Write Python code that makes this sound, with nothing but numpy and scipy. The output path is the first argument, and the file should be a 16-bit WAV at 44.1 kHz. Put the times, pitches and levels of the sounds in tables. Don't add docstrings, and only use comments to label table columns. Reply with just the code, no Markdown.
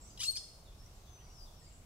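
import sys
import numpy as np
from scipy import signal
from scipy.fft import rfft, irfft
from scipy.io import wavfile
from scipy.ndimage import uniform_filter1d

SR = 44100
rng = np.random.default_rng(int(sys.argv[2]) if len(sys.argv) > 2 else 0)


def materialize(psi):
    bounded = np.clip(np.atleast_2d(psi).T, -1, 1)
    quanta = np.round(bounded * 32767).astype(np.int16)
    wavfile.write(sys.argv[1], SR, quanta)


def ratio(d):
    e = np.asarray(d, float) / 20
    return 10 ** e


N = 81585


def on_log(hz, table):
    t = np.array(table, float)
    return np.interp(np.log(np.maximum(hz, 1)), np.log(t[:, 0]), t[:, 1])


def shaped(x, gain):
    return irfft(rfft(x) * gain(np.fft.rfftfreq(N, 1 / SR)), N)


def noise(gain):
    return shaped(rng.standard_normal(N), gain)


def unit(x):
    return x / np.sqrt(np.mean(x ** 2))


def walk(rate):
    k = int(SR / rate)
    return unit(uniform_filter1d(uniform_filter1d(rng.standard_normal(N), k), k))


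# (frequency [Hz], level [dB])
SCATTER_COLOUR = [(1500, -1.5), (3000, -3), (4300, -1.5), (5100, 5), (8600, 2), (13000, 7), (16000, -8)]


def scatter(x, start, t60, db):
    t = np.arange(int(.7 * SR)) / SR
    fade_in = np.clip(t / start - 1, 0, 1)
    tail = rng.standard_normal((2, len(t))) * fade_in * ratio(-60 * t / t60)
    tail = tail * ratio(db) / np.sqrt(np.sum(tail ** 2, axis=1, keepdims=True))
    wet = signal.fftconvolve(x[None], tail, axes=1)[:, :N]
    return shaped(wet, lambda hz: ratio(on_log(hz, SCATTER_COLOUR)))


# (frequency [Hz], density [dB per Hz])
AIR_COLOUR = [(15, -29), (25, 6.5), (129, -8.5), (260, -17.5), (1180, -22), (1810, -31), (5320, -28.5),
              (5770, -28), (15600, -38.5)]
# (frequency [Hz], level [dB])
AIR_LEFT = [(100, -1.5), (400, -2), (2400, 1), (8000, 2), (15000, 7.5)]
# (frequency [Hz], correlation [0 to 1])
AIR_ALIKE = [(130, .97), (300, 0.92), (640, 0.7), (1400, 0.01), (15000, 0.034)]


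def air():
    def alike(hz):
        return np.clip(on_log(hz, AIR_ALIKE), 0, 1)

    def ear(sign):
        def gain(hz):
            return ratio(on_log(hz, AIR_COLOUR) + sign * on_log(hz, AIR_LEFT) / 2) * (hz > 18)
        return shaped(mid + sign * side, gain)

    mid = noise(lambda hz: np.sqrt(1 + alike(hz)))
    side = noise(lambda hz: np.sqrt(1 - alike(hz)))
    ears = unit(np.array([ear(1), ear(-1)]))
    out = 0
    for octave in range(4, 15):
        band = shaped(ears, lambda hz: np.clip(1 - np.abs(np.log2(hz + 1) - octave), 0, 1))
        flicker_db = 1.3 * walk(5.5)
        out = out + band * ratio(flicker_db)
    return ratio(-56) * out


# (frequency [Hz], width [Hz], level [dB])
HUM = [
    (58.8, 47, -63.5),
    (114.5, 9.2, -74.5),
    (688, 115, -77.5),
]


def machinery():
    hum = np.zeros(N)
    for centre, width, db in HUM:
        hum = hum + ratio(db) * unit(noise(lambda hz: np.exp(-((hz - centre) / width) ** 2)))
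    return hum


def far_tones(shape, calls):
    t, out = np.arange(N) / SR, np.zeros((3, N))
    s, hz, shape_db = np.array(shape, float).T
    for start, db, pan_db, factor in calls:
        pitch = factor * np.interp(t - start, s, hz)
        gain = ratio(db + np.interp(t - start, s, shape_db, left=-200, right=-200))
        tone = np.sqrt(2) * np.sin(2 * np.pi * np.cumsum(pitch) / SR) * uniform_filter1d(gain, size=80)
        out = out + np.array([tone * ratio(pan_db / 2), tone * ratio(-pan_db / 2), tone])
    return out


# (time [s], pitch [Hz], level [dB])
TICK = [(0, 7800, -6.5), (.004, 7460, -1.5), (.008, 7350, -15.5), (.011, 6800, -5), (.013, 6860, -9)]
# (time [s], level [dB], pan to left [dB], pitch factor [ratio])
TICKS = [(-.015, -65, 0, 1), (0.01, -53.5, 0.0057, 1.005), (0.04, -55, 0, 1.065), (0.068, -65, 0, 1.17),
         (0.095, -55.5, 0, 0.96), (0.124, -72, 0, 0.76), (.18, -80, 0, 1.5), (.925, -73, 0, 1.8),
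         (.95, -65, 0.0081, 1.01), (.975, -73, 0, 1.04), (0.999, -69, 0, 0.87), (1.026, -73, 0, 0.93),
         (1.598, -63, 0.0025, 1.07), (1.628, -60.5, 0.0065, 1), (1.651, -68, 0, 1.2),
         (1.676, -61, 0.0013, 1.01), (1.699, -74, 0, 1.04), (1.724, -60, 0, 1), (1.748, -60.5, 0, 1.04),
         (1.772, -75, 0.00072, 1.2)]


def ticking_trill():
    return far_tones(TICK, TICKS)


# (time [s], pitch [Hz], level [dB])
CLIMB = [(0, 1880, 0), (.04, 2050, -8.5), (.062, 2280, 5), (.075, 2600, -23), (.1, 2930, 5),
         (.108, 3080, -7)]
# (time [s], level [dB], pan to left [dB], pitch factor [ratio])
CLIMBS = [
    (0.012, -79, -2, 1),
    (0.414, -78.5, -2, 0.97),
    (.815, -77.5, -1.7, 0.95),
    (1.213, -75, -2.3, 0.99),
    (1.615, -74.5, -1.8, 0.97),
]


def climbing_phrase():
    return far_tones(CLIMB, CLIMBS)


# (time [s], pitch [Hz], level [dB])
PEEP = [(0, 6000, 2), (.004, 5850, 4), (.008, 5540, -7), (.013, 6100, -4)]
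# (time [s], level [dB], pan to left [dB], pitch factor [ratio])
PEEPS = [
    (0.013, -72, 1.2, 0.92),
    (.045, -64.5, 1.1, 0.98),
    (0.072, -63.5, 1, 1.06),
    (0.101, -67.5, 1.1, 0.84),
    (0.136, -69, 1, 1.01),
    (0.161, -72, 1, 0.79),
    (0.726, -70, 2.4, 0.58),
]


def peeping():
    return far_tones(PEEP, PEEPS)


# (frequency [Hz], level [dB])
THROAT = [(900, -30), (2000, -16.5), (3200, 3.5), (4300, 2.5), (5200, 4.5), (6500, -1), (8600, -3.5),
          (14000, -33.5)]
# (frequency [Hz], level [dB])
RASP = [(1500, -22), (3000, -5), (5000, 1), (9000, 5), (12000, -18), (16000, -19)]
# (level [dB]) at harmonic 1.5, 2.5, 3.5 and so on, blended between
OVERTONES = [-1, 1, 1.5, -10, -1.5, 4, -7]


def note(rows, jitter, flutter_db, rasp_db):
    n = SR // 2
    t = np.arange(n) / SR
    s, hz, db, slope = np.array(rows, float).T
    f = np.interp(t, s, hz) * (1 + jitter * walk(660)[:n])
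    phase = 2 * np.pi * np.cumsum(f) / SR
    k = np.arange(1, 17)[:, None]
    flutter = np.tanh(walk(330)[(np.arange(n) + 3500 * k) % N]) * np.log2(k)
    syrinx_db = np.interp(k, np.arange(len(OVERTONES)) + 1.5, OVERTONES)
    tilt_db = np.interp(t, s, slope) * np.log2(k)
    stack = ratio(syrinx_db + on_log(k * f, THROAT) + tilt_db + flutter_db * flutter)
    smear = 0.12 * flutter[:, ::-1] * flutter_db
    stack = stack * (k * f < .36 * SR) * np.sin(k * phase + smear)
    breath = unit(noise(lambda hz: ratio(on_log(hz, RASP))))[:n]
    rasp = ratio(rasp_db) * breath * (1 + np.sin(phase))
    shimmer_db = 1.63 * walk(340)[:n]
    gain = ratio(np.interp(t, s, db, left=-200, right=-200) + shimmer_db)
    gain = uniform_filter1d(uniform_filter1d(gain, size=60), size=60)
    return np.pad(np.sqrt(2) * gain * (stack.sum(axis=0) + rasp), (0, N - n))


# (time [s], pitch [Hz], level [dB], overtone slope [dB per octave])
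CREAK = [(.173, 625, -66, -7), (0.177, 679, -40.5, -8), (.185, 796, -56, -6.5), (.191, 835, -68, -13)]
SLUR = [(0.191, 1000, -67, -12), (.194, 993, -45, -7), (0.205, 977.6, -38, -6.5), (0.216, 1162, -39, -3.5),
        (.231, 1324, -34, -12), (.237, 1857, -38.5, -1), (0.244, 2540, -42, 2.5), (0.248, 2774, -42.5, -11),
        (0.258, 2814, -50, -8)]
WHISTLE = [(.25, 3937, -55, 8), (.265, 4103, -38, 1), (0.272, 4314, -49.5, 9.5), (0.283, 4292, -31, -14.5),
           (0.303, 4352, -37.5, -4), (0.309, 4262, -52.5, 13.5), (0.338, 4313, -56, -1),
           (.344, 4350, -54, -16), (.358, 4370, -43, 6)]
CHIP = [(0.356, 2670, -51, -14), (0.358, 2536, -48.5, -4), (.364, 2350, -44.5, 0), (0.367, 2157, -47, -1),
        (.372, 1687, -44.5, -3), (.379, 1490, -56.5, -4)]
# (pitch jitter [share], overtone flutter [dB per octave], rasp [dB])
ROUGHNESS = [
    (.012, 5, -19),
    (0.0049, 3, -13.5),
    (0.0016, 2, -30.5),
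    (0.015, 5.5, -15),
]
# (frequency [Hz], level [dB])
NEAR_PAN = [(2000, 1.5), (5000, 4), (9000, 7), (13000, 22.5)]


def near_bird():
    call = np.zeros(N)
    for rows, rough in zip((CREAK, SLUR, WHISTLE, CHIP), ROUGHNESS):
        call = call + note(rows, *rough)
    left_lag = .000067
    left = shaped(call, lambda hz: ratio(on_log(hz, NEAR_PAN) / 2) * np.exp(-2j * np.pi * hz * left_lag))
    right = shaped(call, lambda hz: ratio(-on_log(hz, NEAR_PAN) / 2))
    leaves = scatter(call, start=0.0027, t60=0.12, db=-6)
    walls = scatter(call, start=0.02, t60=0.65, db=-11)
    return np.array([left, right]) + leaves + walls


# (time [s], pitch [Hz], level [dB])
FALL = [(.018, 4000, -14), (.028, 3850, -5), (.05, 3450, 1), (.062, 3400, -12.5), (.085, 3480, -13),
        (.1, 3600, -17), (.125, 3780, -12), (.135, 3800, -22)]
# (time [s], level [dB], pan to left [dB], pitch factor [ratio])
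FALLS = [
    (0.629, -65, -1, 1),
    (1.029, -66, -0.88, 0.99),
    (1.431, -65.5, -1, 0.99),
]


def falling_phrase():
    return far_tones(FALL, FALLS)


# (time [s], pitch [Hz], level [dB])
RISE = [(0, 5420, -22), (.02, 5290, -2), (.042, 5440, 1), (.086, 5660, -4), (.094, 5950, 6),
        (.098, 5750, -26)]
# (time [s], level [dB], pan to left [dB], pitch factor [ratio])
RISES = [
    (.77, -70.5, 8.7, 1),
]


def rising_whistle():
    return far_tones(RISE, RISES)


# (time [s], pitch [Hz], level [dB])
LONG_WHISTLE = [(0, 6090, -18), (.018, 6315, -9.5), (.094, 6086, -5), (.156, 5987, -5), (.215, 5770, -13.5),
                (.275, 5690, -7), (.32, 5340, -5.5), (.356, 4955, 0), (.385, 4760, -1), (.412, 4820, -14),
                (.42, 4610, -20)]
# (time [s], level [dB], pan to left [dB], pitch factor [ratio])
LONG_WHISTLES = [
    (1.051, -63.5, 8.5, 1),
    (1.293, -70, 5.5, 0.98),
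]


def long_whistle():
    return far_tones(LONG_WHISTLE, LONG_WHISTLES)


# (time [s], pitch [Hz], level [dB])
CHIRRUP = [(0, 2490, -12), (.01, 2540, -8), (.018, 2810, -1), (.025, 2950, -9), (.04, 3250, -5),
           (.05, 3560, -17)]
# (time [s], level [dB], pan to left [dB], pitch factor [ratio])
CHIRRUPS = [
    (1.172, -65, 1, 0.98),
]


def chirrup():
    return far_tones(CHIRRUP, CHIRRUPS)


# (time [s], pitch [Hz], level [dB])
HOOK = [(0, 4460, -14), (.015, 4350, -12), (.04, 4750, 4), (.1, 4780, -9), (.13, 4660, -14)]
# (time [s], level [dB], pan to left [dB], pitch factor [ratio])
HOOKS = [
    (1.21, -75, 2, 1),
]


def hooked_note():
    return far_tones(HOOK, HOOKS)


DEPTH = [
    -4.5,
    -1,
    6.5,
    5.5,
    5.5,
    3.5,
    6,
    0.5,
]
LEFT_LAG = [15, 15, 0, 0, 0, 0, 0, 0]


def far_birds():
    direct, wet = np.zeros((2, N)), np.zeros(N)
    fading_db = 2.1 * np.array([walk(43), walk(40)])
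    birds = (long_whistle(), rising_whistle(), falling_phrase(), climbing_phrase(),
             ticking_trill(), peeping(), chirrup(), hooked_note())
    for (left, right, song), depth_db, lag in zip(birds, DEPTH, LEFT_LAG):
        direct = direct + np.array([np.roll(left, lag), right]) * ratio(-depth_db / 2)
        wet = wet + song * ratio(depth_db / 2)
    return direct * ratio(fading_db) + scatter(wet, start=0.0018, t60=0.43, db=-2.5)


def scene():
    return air() + machinery() + far_birds() + near_bird()


def top_cut(x):
    return signal.sosfilt(signal.butter(12, 15770, fs=SR, output="sos"), x)


def record(dry):
    mix = shaped(dry, lambda hz: hz < 15770)
    return top_cut(mix)


dry = scene()
out = record(dry)
materialize(out)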